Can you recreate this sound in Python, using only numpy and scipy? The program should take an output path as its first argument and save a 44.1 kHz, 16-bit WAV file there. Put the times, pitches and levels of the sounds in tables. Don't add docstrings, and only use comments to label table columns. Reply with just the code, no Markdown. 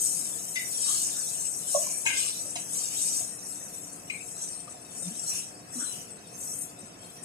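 import sys
import numpy as np
from scipy import signal
from scipy.fft import rfft, irfft, next_fast_len
from scipy.io import wavfile
from scipy.ndimage import uniform_filter1d, map_coordinates

SR = 44100
rng = np.random.default_rng(int(sys.argv[2]) if len(sys.argv) > 2 else 0)


def wav_out(sig):
    wavfile.write(sys.argv[1], SR, np.round(np.clip(np.atleast_2d(sig).T, -1, 1) * 32767).astype(np.int16))


N = 319284

# frequency in Hz, level in dB, width in Hz.
POT_MODES = [(587, 2.5, 45), (681, -2.5, 59), (914, -1.5, 68), (1118, -13, 55), (1611, 0, 76),
             (2110, 1.5, 66), (2243, -3, 44), (2465, 1.5, 82), (2804, 5.5, 37), (3086, 1.5, 41),
             (3680, -9.5, 140), (3915, 1, 38), (4440, -12, 32), (4910, -7, 53), (5540, -7, 49),
             (6470, -9, 84)]
# frequency in Hz, left minus right in dB.
STEAM_PAN = [(2000, 16), (5500, -5.5), (6800, -3.5), (7600, 12), (8500, 13), (10000, 13), (11200, 3),
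             (14000, 12)]


def amp(db):
    return 10 ** (np.asarray(db) / 20)


def unit(x):
    return x / np.sqrt(np.mean(np.atleast_2d(x).mean(0) ** 2) + 1e-20)


def along(points, hz):
    knots_hz, values = np.transpose(points)
    return np.interp(np.log(hz + 1), np.log(knots_hz), values)


def wobble(rate_hz):
    knots = rng.standard_normal(int(N * rate_hz / SR) + 4)
    return map_coordinates(knots, [np.arange(N) * rate_hz / SR])


def pan(db):
    gains = amp(np.array([np.atleast_1d(db), -np.atleast_1d(db)]) / 2)
    return gains / np.sqrt(np.mean(gains ** 2, 0))


def filtered(x, response):
    size = next_fast_len(N + SR // 4)
    return irfft(rfft(x, size) * response(np.fft.rfftfreq(size, 1 / SR)), size)[..., :N]


def coloured(x, spectrum):
    return unit(filtered(x, lambda hz: amp(along(spectrum, hz))))


def add(track, start_s, sound):
    start = max(round(start_s * SR), 0)
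    track[:, start:start + sound.shape[1]] += sound[:, :max(N - start, 0)]


def late_left(x, samples):
    return np.array([np.pad(x[0], (samples, 0))[:N], x[1]])


def kitchen(x, wet_db):
    # frequency in Hz, T60 in seconds.
    decay = [(200, 0.68), (700, 0.25), (2500, 0.26), (7000, 0.2), (14000, 0.72)]
    hz, t, noise = signal.stft(rng.standard_normal((2, SR // 2)), SR, nperseg=256)
    tail = signal.istft(noise * amp(-60 * t / along(decay, hz)[:, None]), SR, nperseg=256)[1]
    tail[:, :SR // 250] = 0
    response = amp(wet_db) * tail / np.linalg.norm(tail[0])
    response[:, 0] = 1
    return signal.fftconvolve(np.atleast_2d(x), response, axes=1)[:, :x.shape[-1]]


def roaming(x, wet_db, ripple_db):
    track, hop = np.zeros((2, N)), SR // 3
    padded, fade = np.pad(x, (hop, 2 * hop)), np.sin(np.linspace(0, np.pi, 2 * hop))
    for start in range(0, N + hop, hop):
        piece = kitchen(np.pad(fade * padded[start:start + 2 * hop], (0, hop)), wet_db)
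        add(track, (start - hop) / SR, piece[:, max(hop - start, 0):])
    spectra = signal.stft(track, nperseg=1024)[2]
    ripple = uniform_filter1d(rng.standard_normal(spectra.shape), size=3, axis=1)
    ripple = uniform_filter1d(ripple, size=8, axis=2)
    gain = amp(ripple_db * np.minimum(ripple / ripple.std(), 1.5))
    return signal.istft(spectra * gain, nperseg=1024)[1][:, :N]


def pops(per_s, scatter_db):
    when, size, polarity = rng.random((int(per_s * N / SR), 3)).T
    heights = amp(scatter_db * np.minimum(-np.log(1 - size), 5)) * np.sign(polarity - .5)
    return unit(np.bincount((when * N).astype(int), heights, N))


def blips(per_s, life_s, scatter_db, low_hz, high_hz):
    when, pitch, length, size, bend = rng.random((int(per_s * N / SR), 5)).T[:, :, None]
    t = np.arange(SR // 60) / SR
    length_s = np.minimum(life_s * 2 ** (2 * length - 1), t[-1])
    age = np.minimum(t / length_s, 1)
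    hz = low_hz + (high_hz - low_hz) * pitch
    phase = 2 * np.pi * hz * t * (1 + 0.015 * (bend - .5) * age)
    gain = amp(scatter_db * np.minimum(-np.log(1 - size), np.pi))
    tones = gain * np.sin(np.pi * np.sqrt(age)) * np.sin(phase)
    index = (when * N).astype(int) + np.arange(len(t))
    return unit(np.bincount(index.ravel(), tones.ravel(), N)[:N])


def chirr(length_s, first_hz, last_hz, width_hz, slips_per_s=900):
    stroke = np.linspace(0, 1, int(length_s * SR))
    slips = rng.standard_normal(len(stroke)) * (rng.random(len(stroke)) < slips_per_s / SR)
    age = np.pi * width_hz * length_s * stroke
    chatter = signal.fftconvolve(slips, age * np.exp(-age))[:len(stroke)]
    phase = 2 * np.pi * np.cumsum(first_hz + (last_hz - first_hz) * stroke) / SR
    return np.sin(np.pi * stroke) * unit(chatter * np.sin(phase))[None]


def burner():
    # frequency in Hz, density in dB.
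    spectrum = [(20, -33), (45, -12), (75, -9), (100, -2.5), (170, 0.5), (220, -0.5), (290, -2.5),
                (420, -4), (700, -3.5), (850, -10.5), (1800, -12), (2700, -16), (3600, -28), (14000, -53)]
    # centre in Hz, width in Hz, gain in dB.
    standing_waves = [(100, 12, 2.5), (119.6, 12.5, 4), (164, 11, 5), (181, 15.6, 5.5), (261, 25, 2.5),
                      (294, 5.8, 13.5), (370, 32, 5), (461, 31, 6), (510, 9.6, 6.5), (548, 11.5, -4),
                      (716, 53, 6), (885, 30, 5.5), (1058, 9.7, 8.5), (1303, 17, 5.5), (2600, 114, 10.5)]
    # frequency in Hz, left minus right in dB.
    balance = [(60, -4), (170, 0), (280, -0.5), (380, -7.5), (680, -0.5), (820, 4.5), (1500, -0.5),
               (4000, 3.5)]
    # frequency in Hz, left-right correlation.
    coherence = [(50, 0.96), (220, 0.96), (400, 0.63), (700, 0.47), (1100, 0.14), (3000, 0)]

    def mid_side(hz):
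        angle = np.arccos(np.clip(along(coherence, hz), -1, 1)) / 2
        return np.array([np.cos(angle), np.sin(angle)])

    def colour(hz):
        lift_db = sum(db / (1 + (2 * (hz - centre_hz) / width_hz) ** 2)
                      for centre_hz, width_hz, db in standing_waves)
        return amp(along(spectrum, hz) + lift_db) * pan(along(balance, hz))

    mid, side = filtered(rng.standard_normal((2, N)), mid_side)
    rush = unit(filtered(np.array([mid + side, mid - side]), colour))
    return amp(-51 + .6 * wobble(14)) * rush


def bumps():
    # peak time in seconds, level in dB, pitch in Hz, swell in seconds.
    booms = [(5.081, -32.5, 178, 0.027), (5.119, -39.5, 227, 0.018), (5.76, -43, 283, 0.013),
             (5.779, -35, 245, 0.023), (5.828, -38, 270, 0.0049), (6.84, -43, 217, 0.011)]
    track, t = np.zeros((2, N)), np.arange(-SR // 10, SR // 10) / SR
    for peak_s, db, hz, swell_s in booms:
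        boom = np.sin(2 * np.pi * (hz * t + rng.random())) / np.cosh(2.2 * t / swell_s)
        add(track, peak_s + t[0], amp(db) * pan(2.9) * boom)
    return track


def scrapes():
    # start in seconds, length in seconds, level in dB, first and last pitch in Hz, width in Hz.
    strokes = [ (0.579, 0.074, -52.5, 2008, 2075, 320), (.85, 0.065, -51, 1170, 1233, 259),
               (0.861, 0.08, -52, 3220, 3290, 160), (0.874, 0.18, -53, 4430, 4310, 500),
               (0.953, 0.096, -60, 3700, 3600, 140), (0.966, 0.077, -61, 2950, 2940, 130),
               (1.12, 0.11, -59.5, 1495, 1654, 430), (1.776, 0.23, -59, 2375, 2340, 180),
               (2.09, 0.093, -48, 2120, 2120, 110), (2.111, 0.12, -46.5, 2490, 2500, 260),
               (2.108, 0.086, -52, 1637, 1580, 90), (2.111, 0.13, -51, 3300, 3550, 700),
               (2.168, 0.13, -50, 2754, 3060, 350), (2.719, 0.19, -54.5, 4700, 4800, 400),
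               (2.901, 0.23, -59, 4520, 4400, 350), (4.121, 0.048, -48, 2283, 2370, 260),
               (5.276, .14, -52.5, 2460, 2765, 330), (5.753, 0.057, -58, 1233, 1243, 380),
               (5.76, 0.14, -62, 3070, 3480, 500), (5.788, 0.062, -53, 1496, 1547, 400),
               (5.849, 0.031, -49.5, 4040, 4020, 110), (5.851, 0.19, -59, 2950, 2973, 330)]
    track = np.zeros((1, N))
    for start_s, length_s, db, first_hz, last_hz, width_hz in strokes:
        add(track, start_s, amp(db) * chirr(length_s, first_hz, last_hz, width_hz))
    return pan(6.6) * kitchen(track, wet_db=10)


def click(t60_s=0.033):
    # frequency in Hz, density in dB.
    spectrum = [(1500, -22), (2600, 5), (4000, -23), (4900, -35), (5800, -4), (7100, 5), (8200, -8),
                (9400, -7), (11500, -36)]
    t = np.arange(SR // 2) / SR
    colour = amp(along(spectrum, np.fft.rfftfreq(len(t), 1 / SR)))
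    noise = unit(irfft(rfft(rng.standard_normal(len(t))) * colour, len(t)))
    return noise * amp(-60 * t / t60_s) / 2


def knocks():
    # start in seconds, level in dB, centre in Hz, spread in octaves, hardness in dB,
    # left minus right in dB, detuning in percent, reverberation in dB, click level in dB.
    blows = [ (.322, -49, 1170, 0.27, -39.5, -5.5, 8, 4, -70), (.555, -28, 2100, .07, -3, 9, -4, 7.5, -46),
             (.562, -28, 2130, 0.12, -2, 4.5, -4, -0.5, -35),
             (.592, -33.5, 2120, 0.12, -10, -4, -5.5, 5.5, -60),
             (1.744, -19, 648, 0.18, -62, -2.5, -0.5, 1, -70),
             (1.742, -35, 1120, 0.07, -55, 16, -1.5, 8.5, -70),
             (1.866, -39, 1100, 0.11, -45, 16, -5.5, -4, -70), (2.053, -31, 920, .11, -4, 11, 3, 6, -44),
             (2.062, -19, 2090, 0.39, -23, 10, 1.5, 3.5, -16),
             (2.070, -31.5, 2560, 0.29, -21, -2, 1.5, 4, -15.5),
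             (2.092, -26.5, 1950, .5, -13, 6, -0.5, 10, -30),
             (2.452, -42, 590, 0.16, -46, -14, 0.5, -5, -70), (2.556, -29, 765, 0.12, -3, -2, 2.5, 2, -25),
             (3.205, -43, 716, 0.081, -40, 9, 1, 7, -70), (4.098, -24, 2370, 0.15, -18, 8, 1, -3, -50),
             (4.143, -39, 2400, 0.068, -32, 6, 2, -2, -60),
             (4.207, -37.5, 2485, .07, -35, 17, 5.5, -5, -60),
             (4.675, -39.5, 1120, .07, -30, 16, 8, -11, -70),
             (4.740, -44.5, 725, 0.17, -40, -5, 5.5, 7, -70),
             (5.018, -43.5, 575, .12, -40, -13, -5, -6, -70)]
    track, t = np.zeros((2, N)), np.arange(SR // 2) / SR
    hz, mode_db, width_hz = np.transpose(POT_MODES)[:, :, None]
    age = 2 * np.pi * width_hz * t
    swell = width_hz * age ** 2 * np.exp(-age)
    for start_s, db, centre_hz, spread_oct, hard_db, pan_db, detune_pct, wet_db, click_db in blows:
        band = np.exp(-.5 * (np.log2(hz / centre_hz) / spread_oct) ** 2)
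        drive = band / band.max() + amp(hard_db) * (hz / 4000) ** 2
        envelopes = amp(mode_db) * drive * swell
        pitch_hz = hz * (1 + detune_pct / 100)
        ring = np.sum(envelopes * np.sin(2 * np.pi * (pitch_hz * t + rng.random(hz.shape))), 0)
        ring /= np.linalg.norm(envelopes, axis=0).max()
        add(track, start_s, amp(db) * pan(pan_db) * kitchen(ring, wet_db))
        add(track, start_s, amp(click_db) * pan(2.5) * kitchen(click(), wet_db=6))
    return track


def plops():
    lumps = blips(per_s=22, life_s=0.012, scatter_db=3, low_hz=950, high_hz=1900)
    return amp(-66.5) * pan(3.9) * unit(kitchen(lumps, wet_db=7))


def bubbles(spatter_db):
    pings = blips(per_s=130, life_s=0.016, scatter_db=3.2, low_hz=2898, high_hz=5805)
    return amp(-10 + .84 * spatter_db) * pan(1.6) * unit(kitchen(pings, wet_db=6.5))


def whistles():
    # start in seconds, length in seconds, level in dB, pitch in Hz, width in Hz.
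    pockets = [(4.032, 0.2, -50, 8120, 110), (4.397, 0.057, -49, 6100, 450), (4.423, 0.2, -46.5, 8600, 320),
               (5.79, 0.097, -51, 8080, 140), (6.081, 0.082, -51.5, 8130, 120)]
    track = np.zeros((1, N))
    for start_s, length_s, db, pitch_hz, width_hz in pockets:
        add(track, start_s, amp(db) * chirr(length_s, pitch_hz, pitch_hz, width_hz))
    return filtered(kitchen(track, wet_db=11), lambda hz: pan(along(STEAM_PAN, hz)))


def spatter(level_db):
    # frequency in Hz, density in dB.
    spectrum = [(600, -58), (1150, 2), (1900, -11), (2800, 8.5), (3600, 0.5), (4500, 6), (5500, 21.5),
                (7000, -34)]

    def hollow(hz, floor_db=-5):
        return amp(floor_db) + sum(1 / (1 + ((hz - centre_hz) / width_hz) ** 4)
                                   for centre_hz, _, width_hz in POT_MODES)

    bursts = coloured(filtered(pops(per_s=600, scatter_db=3), hollow), spectrum)
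    heard = roaming(bursts, wet_db=5, ripple_db=6)
    return amp(level_db + 2.5 * wobble(30)) * pan(0.63) * unit(heard)


def fizz(level_db):
    # frequency in Hz, density in dB.
    spectrum = [(8000, -31), (10500, 8.5), (12000, -2), (14300, -18)]
    hiss = coloured(pops(per_s=3100, scatter_db=1.5), spectrum)
    short_tones = blips(per_s=220, life_s=0.007, scatter_db=3, low_hz=9600, high_hz=13800)
    flutter_db = 0.38 * wobble(45) + wobble(10)
    heard = roaming(hiss + short_tones, wet_db=4.5, ripple_db=2.5)
    return amp(level_db + flutter_db) * pan(7.1) * unit(heard)


def sizzle(level_db):
    # frequency in Hz, density in dB.
    crackle_spectrum = [(3000, -34), (4800, -17), (5700, -6.5), (6900, 5.5), (7400, 3.5), (8200, 8.5),
                        (9500, -2.5), (11000, -12.5), (12500, -20), (14300, -22.5)]
    steam_spectrum = [(3000, -40), (5000, -21), (5700, 5), (7000, -3.5), (7700, 9), (8350, 6), (9300, 1.5),
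                      (10200, 2.5), (11500, -51), (14300, -38)]
    # sizzle level in dB, crackle's share of the power.
    crackle_share = [(-46, .12), (-36, .33), (-27, .72)]
    share = np.interp(level_db, *np.transpose(crackle_share))
    crackle = coloured(pops(per_s=5000, scatter_db=1), crackle_spectrum)
    steam = blips(per_s=750, life_s=0.015, scatter_db=2.9, low_hz=5270, high_hz=12350)
    frying = np.sqrt(share) * crackle + np.sqrt(1 - share) * coloured(steam, steam_spectrum)
    heard = roaming(frying, wet_db=3, ripple_db=4.2)
    heard = filtered(heard, lambda hz: pan(along(STEAM_PAN, hz)))
    flutter_db = .3 * wobble(60) + .6 * wobble(25)
    return amp(level_db + flutter_db) * unit(heard)


def flare(peak_s, hold_s, rise_db_per_s, fall_db_per_s, sag_db_per_s=0):
    age_s = np.arange(N) / SR - peak_s
    drop_db = (rise_db_per_s * np.maximum(-age_s, 0)
               + sag_db_per_s * np.clip(age_s, 0, hold_s)
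               + fall_db_per_s * np.maximum(age_s - hold_s, 0))
    return amp(-np.minimum(drop_db, 100)) ** 2


def stirring():
    # time in seconds, sizzle in dB.
    resting = [(0, -42), (2.2, -35.5), (2.55, -41), (3.8, -43), (4.05, -48.5), (4.8, -51.5), (5.6, -54),
               (7.2, -55.5)]
    # peak time in seconds, hold in seconds,
    # rise in dB per second, then sizzle, spatter and fizz in dB.
    pushes = [(0.0, 0.039, 177, -27, -45, -36.5), (0.61, 0.25, 122, -35.5, -52, -47),
              (0.88, 0.13, 85, -27, -39.5, -41.5), (1.298, 0.15, 96, -35, -55.5, -47.5),
              (1.724, 0.18, 120, -30, -47.5, -42.5), (2.191, 0.027, 175, -29.5, -39, -46),
              (2.75, 0.21, 124, -33, -47, -46), (2.996, 0.18, 148, -29, -45.5, -43.5),
              (3.472, 0.41, 177, -45.5, -67, -52.5), (4.28, 0.048, 177, -40.5, -65, -52.5),
              (4.392, 0.14, 300, -42, -54.5, -57), (4.986, 0.27, 145, -37, -58, -53),
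              (5.296, 0.08, 200, -31, -47.5, -46.5), (5.762, 0.25, 330, -37, -56, -49),
              (6.44, 0.2, 121, -38, -72, -47), (6.8, 0.063, 177, -51, -64, -72),
              (7.04, 0.13, 177, -51, -66, -61)]
    # time in seconds, fall in dB per second.
    falls = [(0, 31.5), (7.2, 175)]
    # peak time in seconds, level in dB.
    spits = [(2.60, -34.5), (3.93, -40.5), (4.42, -35), (4.70, -42.5), (4.92, -44), (5.745, -37),
             (5.81, -35), (6.62, -35.5), (7.235, -40.5)]
    resting_db = np.interp(np.arange(N) / SR, *np.transpose(resting))
    power = amp([resting_db, np.full(N, -63), resting_db - 13]) ** 2
    for peak_s, hold_s, rise_db_per_s, *levels_db in pushes:
        fall_db_per_s = np.interp(peak_s, *np.transpose(falls))
        envelope = flare(peak_s, hold_s, rise_db_per_s, fall_db_per_s, sag_db_per_s=11)
        power += amp(levels_db)[:, None] ** 2 * envelope
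    for peak_s, db in spits:
        power[0] += amp(db) ** 2 * flare(peak_s, hold_s=0, rise_db_per_s=900, fall_db_per_s=270)
    return 10 * np.log10(power)


def scene():
    sizzle_db, spatter_db, fizz_db = stirring()
    pot = sizzle(sizzle_db) + fizz(fizz_db) + spatter(spatter_db)
    pot = pot + scrapes() + whistles() + bubbles(spatter_db) + plops()
    return late_left(pot, samples=20) + late_left(knocks() + bumps() + burner(), samples=9)


def record(dry):
    top_hz = 14350
    return filtered(dry, lambda hz: hz < top_hz)


dry = scene()
out = record(dry)
wav_out(out)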